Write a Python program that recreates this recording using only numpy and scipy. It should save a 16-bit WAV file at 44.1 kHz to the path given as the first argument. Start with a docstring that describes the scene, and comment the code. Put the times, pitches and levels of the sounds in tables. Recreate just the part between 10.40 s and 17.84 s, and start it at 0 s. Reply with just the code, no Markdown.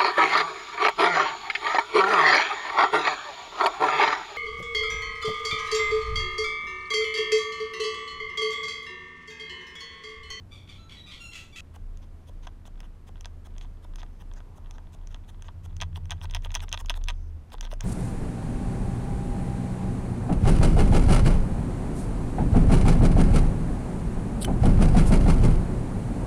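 """Room noise and a far engine's drone come first, with three birds squawking outside until the sound
of calls and echo is cut off at 1.208 s. A hum joins as a finger starts pressing a plastic key close by:
friction slips of the stem on its way down, a modal thud as the rubber dome lands, then clicks and
bounces as struck modes of cap and case. Each press wobbles the desk; stem rubs, fingertip hiss and a
passing tyre wash are filtered noise. From 7 s on a second key is struck, with more damped high modes."""
import sys
import numpy as np
from scipy import signal
from scipy.fft import rfft, irfft, next_fast_len
from scipy.io import wavfile
from scipy.ndimage import uniform_filter1d

SR = 44100
rng = np.random.default_rng(int(sys.argv[2]) if len(sys.argv) > 2 else 0)


def invert_db(x):
    """Field ratio 10**(x/20) for x, a level in decibels (scalar or array-like)."""
    u = np.asarray(x, float) / 20
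    return 10 ** u


def digitize_waveform(pressure):
    """Quantize a signal to 16-bit integers and store it at the path in sys.argv[1].

    Rows of a 2-D input are taken as channels; values are limited to [-1, 1].
    """
    field = np.atleast_2d(pressure).T
    bounded = np.clip(field, -1, 1)
    quanta = np.round(bounded * 32767).astype(np.int16)
    wavfile.write(sys.argv[1], SR, quanta)


N = 328104

# room noise and far traffic, relative power density: pitch_hz [Hz], level_db [dB per Hz]
AIR_SPECTRUM = [(12, -4.5), (25, 3), (42, -5), (58, -1), (120, -8), (220, -13.5), (500, -24), (1100, -30),
                (1800, -36), (4000, -44.5), (13000, -52), (15500, -90)]
# course of the engine: time_s [s], cycle_hz [Hz], effort_db [dB]
ENGINE_COURSE = [(0, 23.35, -45), (.5, 22.75, -50), (.8, 23.15, -62), (2.3, 22.9, -85), (3.3, 22.45, -54.5),
                 (4.1, 22.36, -51), (4.9, 22.35, -47.5), (5.44, 22.5, -38.5), (5.75, 22.27, -39.5),
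                 (6.26, 21.58, -43.5), (6.8, 21.85, -55.5), (7.44, 21.53, -42.5)]
# engine partials: multiple of the cycle, level_db [dB at full effort], extra_loss [dB per dB below it]
ENGINE_PARTIALS = [(4, 1, 0.5), (5, -12, 0.5), (7, -8.5, 1.5)]
# calls, one table a bird: start_s [s], length_s [s], first_pitch_hz [Hz], level_db [dB], hoarseness [0-1]
BIRD_CALLS = [
    [(.105, 0.13, 1174, -52.5, 0.34), (.27, 0.12, 1135, -51.5, 0.5), (.485, .135, 1099, -50, .55),
     (.655, 0.14, 1225, -50.5, 0.32), (.7, 0.12, 1102, -48.5, .65), (.91, .13, 1143, -53, 0.6),
     (1.12, 0.092, 1168, -54, 0.1)],
    [(.79, 0.21, 1381, -46.5, 0.03), (.925, 0.11, 1345, -43.5, 0.4), (1.15, 0.16, 1307, -44, 0.39)],
    [(.37, 0.16, 1330, -61, 0.03), (.555, 0.17, 1948, -53.5, 0), (.69, 0.067, 1962, -58, 0.1)],
]
# relative resonance of each bird's throat and beak: pitch_hz [Hz], level_db [dB]
BEAK_SPECTRA = [
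    [(700, -27), (1150, -9), (2250, -1.5), (3400, 4.5), (4700, -9), (6000, -13.5), (9000, -21.5),
     (15500, -36)],
    [(900, -20), (1360, -8.5), (2000, -1), (2730, 5.5), (4100, -6), (5500, -11), (6850, -6), (8200, -15),
     (15500, -31.5)],
    [(900, -46), (1330, 2.5), (1960, -1.5), (2700, -6), (3950, 6), (5400, -26), (6700, -6), (8000, -26),
     (15500, -33)],
]
# sinking of the pitch through a call, one value a bird: sag [Hz per s]
PITCH_SAG = [305, 115, 24]
# course of the hum before its pitch ratio is applied: time_s [s], pitch_hz [Hz], level_db [dB]
HUM_COURSE = [(1.18, 85.2, -51.5), (1.3, 83.5, -47), (1.9, 85.8, -49), (2.4, 82.6, -55), (2.9, 82.5, -45.5),
              (3.6, 82.74, -50.5), (4.9, 81.03, -51), (5.5, 81.64, -38.5), (6, 82.05, -41),
              (6.5, 79.75, -43.5), (6.95, 80, -37), (7.2, 81, -73.5)]
# modes of key and case before detuning and damping: pitch_hz [Hz], level_db [dB], t60_s [s]
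KEY_MODES = [(683, -4, 0.024), (956, 1.5, 0.022), (1243, -6.5, 0.03), (1567, -8, 0.036),
             (1910, -6.5, 0.022), (2656, -1, 0.011), (3160, -7, 0.018), (3370, -3, 0.024),
             (3730, -6.5, 0.013), (5170, -9, 0.024), (6090, -0.5, 0.0067), (6182, -1.5, 0.017),
             (7500, -33, 0.015), (8790, -16, 0.023), (10220, -19, 0.014), (12600, -21.5, 0.011),
             (14940, -13.5, 0.0026)]
# bright key clicks, mostly as the finger lets the cap rise, some at the end of a downstroke:
# start_s [s], peak_db [dB]
BRIGHT_CLICKS = [(1.36, -45), (1.573, -44.5), (2.0387, -70), (2.404, -37), (2.8092, -34.5), (3.1819, -35.5),
                 (3.5581, -35.5), (3.937, -42), (4.31, -34), (4.6726, -37), (5.0227, -36.5),
                 (5.3667, -35.5), (5.6556, -41), (5.8079, -50), (5.835, -37), (5.9104, -31), (6.022, -45),
                 (6.1176, -34.5), (6.1441, -25), (6.292, -32), (6.403, -36.5), (6.4599, -33),
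                 (6.6396, -30.5), (7.103, -50), (7.2098, -23), (7.337, -33.5)]
# dull ticks of the fingertip landing on the cap or the cap shifting under it: start_s [s], peak_db [dB]
DULL_TICKS = [(2.254, -42.5), (2.379, -56), (2.7893, -63), (3.1643, -45), (3.2122, -35.5), (3.537, -44.5),
              (3.5846, -39.5), (3.9148, -44), (4.4707, -49), (4.995, -52), (5.045, -46), (5.0838, -37.5),
              (5.5298, -48), (5.5591, -30), (5.8147, -32.5), (5.8548, -33), (5.8832, -57), (5.8983, -36.5),
              (5.9263, -42), (6.048, -28), (6.069, -38), (6.1055, -34.5), (6.2048, -27.5), (6.2829, -36),
              (6.3754, -26), (6.4467, -42), (6.5411, -30.5), (6.6127, -45), (7.1504, -40), (7.2644, -37.5),
              (7.3154, -33.5), (7.405, -37)]
# key snapping home at the top: start_s [s], peak_db [dB], bounce_gap_s [s],
# first_bounce_db [dB relative to the clack, before scatter], graze_db [dB, peak of the graze before it]
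TOP_CLACKS = [(2.0699, -34, .005, -13, -60), (2.0733, -31, .005, -20, -62), (2.4414, -51, .005, -14, -45),
              (2.8567, -28, 0.0047, -20, -32), (3.2473, -45.5, 0.0042, -19, -60),
              (3.6275, -46, .005, -14, -36.5), (3.6315, -34, .005, -24, -60),
              (4.0039, -39.5, .005, -27, -56), (4.3828, -39, 0.004, -32, -67),
              (4.7451, -31, 0.0043, -16, -62), (5.0877, -35.5, 0.0047, -14.5, -65),
              (5.4137, -19, 0.0048, -8, -27.5), (5.7072, -20, .004, -3.5, -36.5),
              (5.7185, -24.5, 0.0036, -8, -60), (5.948, -17.5, 0.0048, -7.5, -29.5),
              (6.1516, -13.5, .0051, -9, -32), (6.3274, -13, .005, -10.5, -30.5),
              (6.4967, -14.5, 0.0049, -11, -36), (6.685, -17.5, 0.0056, -4.5, -39),
              (7.2283, -34, .006, -18, -60), (7.2518, -29.5, .0058, -29, -54),
              (7.408, -22, 0.0073, -19.5, -59)]
# colour of each kind of contact, soft to hard: peak_db [dB], case_share_db [dB], bright_share_db [dB]
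CLACK_SHARES = [(-35.5, 4, -8), (-22.5, -17, -0.5)]
BOUNCE_SHARES = [(-39, 7.5, -12), (-31.5, -6.5, -10)]
CLICK_SHARES = [(-36, -10, 2.45), (-32.5, -11, 6.6)]
TICK_SHARES = [(-43, -2.5, -24), (-28, -15.5, -13.5)]
# downstrokes: end_s [s], thud_db [dB], slide_db [dB], desk_wobble_db [dB]
DOWNSTROKES = [(1.364, -37, -59.5, -36), (1.896, -40.5, -60.5, -38.5), (2.28, -41, -60, -39.5),
               (2.692, -37, -62, -39.5), (3.072, -43, -59.5, -37), (3.45, -39, -63, -36),
               (3.823, -44, -60, -39), (4.183, -41, -63.5, -39), (4.55, -46, -62, -36.5),
               (4.904, -55, -59, -40.5), (5.261, -44, -59.5, -36.5), (5.576, -33.5, -53, -39),
               (5.847, -34.5, -49.5, -30.5), (6.059, -29.5, -52.5, -37.5), (6.241, -32.5, -48.5, -44),
               (6.413, -34, -49.5, -30.5), (6.577, -36.5, -51.5, -32), (7.143, -28, -52, -31.5),
               (7.33, -26, -52.5, -39)]
# rubs on the way up: start_s [s], level_db [dB]
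UPWARD_RUBS = [(1.609, -65.5), (2.02, -61), (2.425, -64), (3.201, -61), (3.575, -57.5), (3.95, -60),
               (4.326, -62.5), (4.695, -64), (5.04, -62.5), (7.221, -53), (7.415, -57.5)]
# fingertip brushes: start_s [s], length_s [s], level_db [dB]
FINGER_BRUSHES = [(3.69, 0.16, -82), (6.697, 0.23, -76)]
# passing vehicle: peak_s [s], half_width_s [s], level_db [dB]
PASSING_VEHICLE = (4.27, 0.4, -66)

AIR_DB, AIR_SWELL_DB = -49, 0.4
FULL_EFFORT_DB = -38
CALLS_CUT_S = 1.208
HOLD_SHARE, START_DB, FADE_DB = 0.25, 0.5, -16.5  # share of a call held; its ends relative to the hold
HOARSE_ENDS = 0.98  # hoarseness factor at both ends of a call
HUM_RATIO = 0.97  # factor on the hum's pitch
FIDGET_COUNT, FIDGET_SPREAD_S, FIDGET_DB, FIDGET_SCATTER_DB = 5, 0.06, -17, 2.5  # about each bright click
BOUNCE_COUNT, BOUNCE_LOSS_DB = 4, -2.5  # further loss at each later bounce
BOUNCE_SCATTER_DB, BOUNCE_SCATTER_S = 4.5, 0.00048
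GRAZE_LEAD_S = 0.0101
OTHER_KEY_S = 7
STROKE_S, RISE_S = 0.028, 0.046
SLIDE_GRIT_DB, RISE_GRIT_DB = -9, -20  # treble of the slips heard directly
DESK_HZ, DESK_PEAK_S, DESK_SHARPNESS = 30, 0.11, 1.22
KEY_ROOM_DB = -18


def evened(x):
    """Normalization: a signal divided by its rms has unit power."""
    return x / np.sqrt(np.mean(x ** 2) + 1e-20)


def read(points, hz):
    """Logarithmic pitch scale: a spectrum is interpolated evenly in log frequency."""
    f, value = np.transpose(points)
    return np.interp(np.log(hz + 1), np.log(f + 1), value)


def add(mix, s, sound):
    """Superposition: a sound starting at time s adds linearly to the mix."""
    part = mix[round(s * SR):][:len(sound)]
    part += sound[:len(part)]


def colour(x, points):
    """Linear filtering: each frequency component is scaled by a given spectrum."""
    size = next_fast_len(len(x))
    gain = invert_db(read(points, np.fft.rfftfreq(size, 1 / SR)))
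    return irfft(rfft(x, size) * gain, size)[:len(x)]


def room(x, t60, first_s):
    """Reverberation: sparse reflections of random sign decay exponentially."""
    slots = np.arange(round(first_s * SR), SR // 2, 22)
    at = slots + rng.integers(0, 22, len(slots))
    reflections = np.zeros(SR // 2 + 22)
    reflections[at] = rng.choice([-1., 1.], len(at)) * invert_db(-60 * at / SR / t60)
    return signal.fftconvolve(x, reflections / np.linalg.norm(reflections))[:N]


def tone(rows, orders):
    """Harmonic synthesis: sines on multiples of a drifting pitch, each with its own loss at low effort."""
    s, hz, db = np.transpose(rows)
    t = np.arange(N) / SR
    turns = np.cumsum(np.interp(t, s, hz)) / SR
    level_db = np.interp(t, s, db, left=-100)
    out = np.zeros(N)
    for multiple, order_db, extra in orders:
        partial_db = level_db + order_db + extra * (level_db - FULL_EFFORT_DB)
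        out += invert_db(partial_db) * np.sin(2 * np.pi * (multiple * turns + rng.random()))
    return np.sqrt(2) * out


def air():
    """Broadband noise: filtered noise of room and far traffic under a slow random swell."""
    t = np.arange(N) / SR
    swell = evened(sum(np.sin(2 * np.pi * (f * t + rng.random())) / np.sqrt(f)
                       for f in np.geomspace(0.2, 5, 20)))
    return invert_db(AIR_DB + AIR_SWELL_DB * swell) * evened(colour(rng.standard_normal(N), AIR_SPECTRUM))


def engine():
    """Periodic excitation: a far engine sounds at multiples of its cycle rate."""
    return tone(ENGINE_COURSE, ENGINE_PARTIALS)


def squawk(rows, bird, start_hz, end_hz):
    """Source and filter: wavering, breath-roughened pulses excite the resonances of throat and beak."""
    s, *columns = np.transpose(rows)
    t = np.arange(s[0], s[-1], 1 / SR)
    db, hoarse = (np.interp(t, s, c) for c in columns)
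    hoarse = np.clip(hoarse, 0, 1)
    hz = np.linspace(start_hz, end_hz, len(t))
    half = 1.9 * hoarse * (bird == 1)  # this bird breaks into half pitch when hoarse
    waver, hiss = rng.standard_normal((2, 16000))[:, :len(t)]
    waver_depth = 0.0092 + 0.053 * hoarse
    turns = np.cumsum(hz * (1 + waver_depth * evened(uniform_filter1d(waver, 260)))) / SR
    folds = sum((half if k % 2 else 1) * np.cos(np.pi * k * turns) * (k * hz < 31000)
                for k in range(1, 25))
    # uneven pulses smear each partial
    puffs = evened(folds) * evened(uniform_filter1d(hiss, 90)) + 0.22 * hiss
    drive = (1 - hoarse) * evened(folds) + hoarse * evened(puffs)
    voice = evened(colour(drive, BEAK_SPECTRA[bird]))
    return s[0], invert_db(db) * voice * signal.windows.tukey(len(t), 0.25)


def birds():
    """Direct and reflected sound: calls hold, fade and sink, blurred by walls; a cut silences call and echo."""
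    direct = np.zeros(N)
    for bird, calls in enumerate(BIRD_CALLS):
        for s, length, hz, db, hoarse in calls:
            rows = [(s, db + START_DB, hoarse * HOARSE_ENDS),
                    (s + HOLD_SHARE * length, db, hoarse),
                    (s + length, db + FADE_DB, hoarse * HOARSE_ENDS)]
            add(direct, *squawk(rows, bird, hz, hz - PITCH_SAG[bird] * length))
    heard = direct + invert_db(0.5) * room(direct, 0.38, 0.0039)
    return heard * np.clip((CALLS_CUT_S - np.arange(N) / SR) / 0.0027, 0, 1)


def hum():
    """Pure tone: a single sine of drifting pitch and level."""
    return tone(HUM_COURSE, [(HUM_RATIO, 0, 0)])


def ring(case_db, bright_db, damping, luck):
    """Modal synthesis: one contact excites low case modes and high bright modes by separate shares."""
    hz, db, t60 = np.transpose(KEY_MODES)[:, :, None]
    share_db = read([(1300, case_db), (2400, 0.024), (4200, 0.039), (5500, bright_db)], hz)
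    t = np.arange(1400) / SR
    detune = 1 + 0.02 * luck[:, :1]
    spot = 0.5 * luck[:, 1:] + np.sign(luck[:, 1:])  # the spot struck sets sign and strength
    rise = 1 - np.exp(-t * hz / 0.45)  # low modes build more slowly
    # the finger on the cap damps the high modes more than the case
    fall_db = 60 * t / t60 * damping ** np.clip(hz / 3000, 0, 1)
    modes = spot * rise * invert_db(db + share_db - fall_db) * np.sin(2 * np.pi * hz * detune * t)
    return modes.sum(0)


def fidgets():
    """Random impacts: the loose cap ticks faintly at chance moments around each bright click."""
    chance = rng.standard_normal((len(BRIGHT_CLICKS), FIDGET_COUNT, 2))
    return [(s + FIDGET_SPREAD_S * a, db + FIDGET_DB + FIDGET_SCATTER_DB * b)
            for (s, db), luck in zip(BRIGHT_CLICKS, chance) for a, b in luck]


def coloured(rows, shares):
    """Contact hardness: the strength of a contact sets its shares of case and bright modes."""
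    level_db, case_db, bright_db = np.transpose(shares)
    return [(s, db, np.interp(db, level_db, case_db), np.interp(db, level_db, bright_db))
            for s, db in rows]


def contacts():
    """Repeated impact: clacks follow a graze and rebound in weakening, uneven bounces; clicks and ticks join."""
    chance = rng.standard_normal((len(TOP_CLACKS), BOUNCE_COUNT, 2))
    bounces = []
    for (s, db, gap_s, below_db, _), luck in zip(TOP_CLACKS, chance):
        for k, (a, b) in enumerate(luck):
            bounce_s = s + (k + 1) * gap_s + BOUNCE_SCATTER_S * a
            bounces.append((bounce_s, db + below_db + k * BOUNCE_LOSS_DB + BOUNCE_SCATTER_DB * b))
    grazes = [(row[0] - GRAZE_LEAD_S, row[-1]) for row in TOP_CLACKS]
    clacks = [row[:2] for row in TOP_CLACKS]
    return (coloured(clacks, CLACK_SHARES) + coloured(bounces, BOUNCE_SHARES)
            + coloured(BRIGHT_CLICKS, CLICK_SHARES) + coloured(DULL_TICKS + grazes + fidgets(), TICK_SHARES))


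def ticks():
    """Modal damping: each contact strikes its own spot; under a resting finger light ones die drier."""
    rows = contacts()
    out = np.zeros(N)
    chance = rng.standard_normal((len(rows), len(KEY_MODES), 2))
    for (s, db, case_db, bright_db), luck in zip(rows, chance):
        damping = np.interp(db, [-36, -23], [3.2, 2.1]) if s < OTHER_KEY_S else 4.5
        sound = ring(case_db, bright_db, damping, luck)
        add(out, s, invert_db(db) * sound / abs(sound).max())
    return out


def rub(shape, grit_db):
    """Friction: a shower of uneven slips under a pressure shape drives the damped key and is heard directly."""
    body = ring(-6, -4, 5, rng.standard_normal((len(KEY_MODES), 2)))
    grit = rng.standard_normal((5000, 2))[:len(shape)]
    slips = np.pad(grit[:, 0] * invert_db(6.6 * grit[:, 1]) * shape, (0, 300))
    through_key = evened(signal.fftconvolve(slips, body)[:len(slips)])
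    direct = evened(colour(slips, [(4000, -10), (8800, 1), (12500, -3.5), (15500, -9)]))
    return through_key + invert_db(grit_db) * direct


def strokes():
    """Friction, then impact: the stem rubs ever harder, and the landing dome shakes the lowest modes."""
    out, t = np.zeros(N), np.arange(2000) / SR
    for s, thud_db, slide_db, _ in DOWNSTROKES:
        pressure = np.linspace(0, 1, round(STROKE_S * SR)) ** 0.52
        add(out, s - STROKE_S, invert_db(slide_db) * rub(pressure, SLIDE_GRIT_DB))
        # each mode is lowered by a random ratio
        thud = sum(invert_db(db - 60 * t / t60) * np.sin(2 * np.pi * hz * rng.uniform(0.572, 1) * t)
                   for hz, db, t60 in KEY_MODES[:3])
        onset = np.minimum(t / 0.00054, 1)
        add(out, s, invert_db(thud_db) * thud * onset / abs(thud).max())
    return out


def desk():
    """Forced vibration: the desk wobbles at its lowest mode, swelling after each press and dying away."""
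    t, swell = np.arange(N) / SR, np.zeros(N)
    u = np.arange(SR) / SR / DESK_PEAK_S
    for s, *_, db in DOWNSTROKES:
        add(swell, s, invert_db(db) * (u * np.exp(1 - u)) ** DESK_SHARPNESS)
    return np.sqrt(2) * swell * np.sin(2 * np.pi * (DESK_HZ * t + rng.random()))


def scuffs():
    """Sliding friction: the stem rubs again as the key rises."""
    out = np.zeros(N)
    for s, db in UPWARD_RUBS:
        pressure = signal.windows.tukey(round(RISE_S * SR), 0.7)
        add(out, s, invert_db(db) * rub(pressure, RISE_GRIT_DB))
    return out


def brushes():
    """Friction noise: a fingertip on the textured cap gives a faint, band-limited high hiss."""
    out = np.zeros(N)
    for s, length, db in FINGER_BRUSHES:
        hiss = colour(rng.standard_normal(16000),
                      [(3800, -29), (5100, -1), (5600, -6), (6250, 3), (7400, -46)])
        fade = signal.windows.tukey(round(length * SR), 0.6)
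        add(out, s, invert_db(db) * fade * evened(hiss)[:len(fade)])
    return out


def traffic():
    """Passing source: a far vehicle's band of tyre noise swells and fades along a bell curve."""
    s, width_s, db = PASSING_VEHICLE
    wash = evened(colour(rng.standard_normal(N),
                         [(300, -21), (600, -3), (1000, 8), (1400, -9.5), (2500, -43.0)]))
    return invert_db(db) * wash * np.exp(-((np.arange(N) / SR - s) / width_s) ** 2)


def scene():
    """Superposition: the key and its room reflections sound close by, over the fainter surroundings."""
    key = ticks() + strokes() + scuffs()
    key_room = invert_db(KEY_ROOM_DB) * room(key, 0.08, 0.0038)
    low = desk() + hum() + engine()
    return (key + key_room + brushes() + birds() + low + traffic() + air())[None]


def top_cut(x):
    """Nothing passes above the cut-off."""
    return signal.sosfilt(signal.butter(12, 15930, fs=SR, output="sos"), x)


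def record(dry):
    """Band limitation: a linear-phase low-pass removes the spectrum above 15.9 kHz."""
    limited = signal.oaconvolve(dry, signal.firwin(255, 15900, fs=SR)[None], "same")
    return top_cut(limited)


dry = scene()
out = record(dry)
digitize_waveform(out)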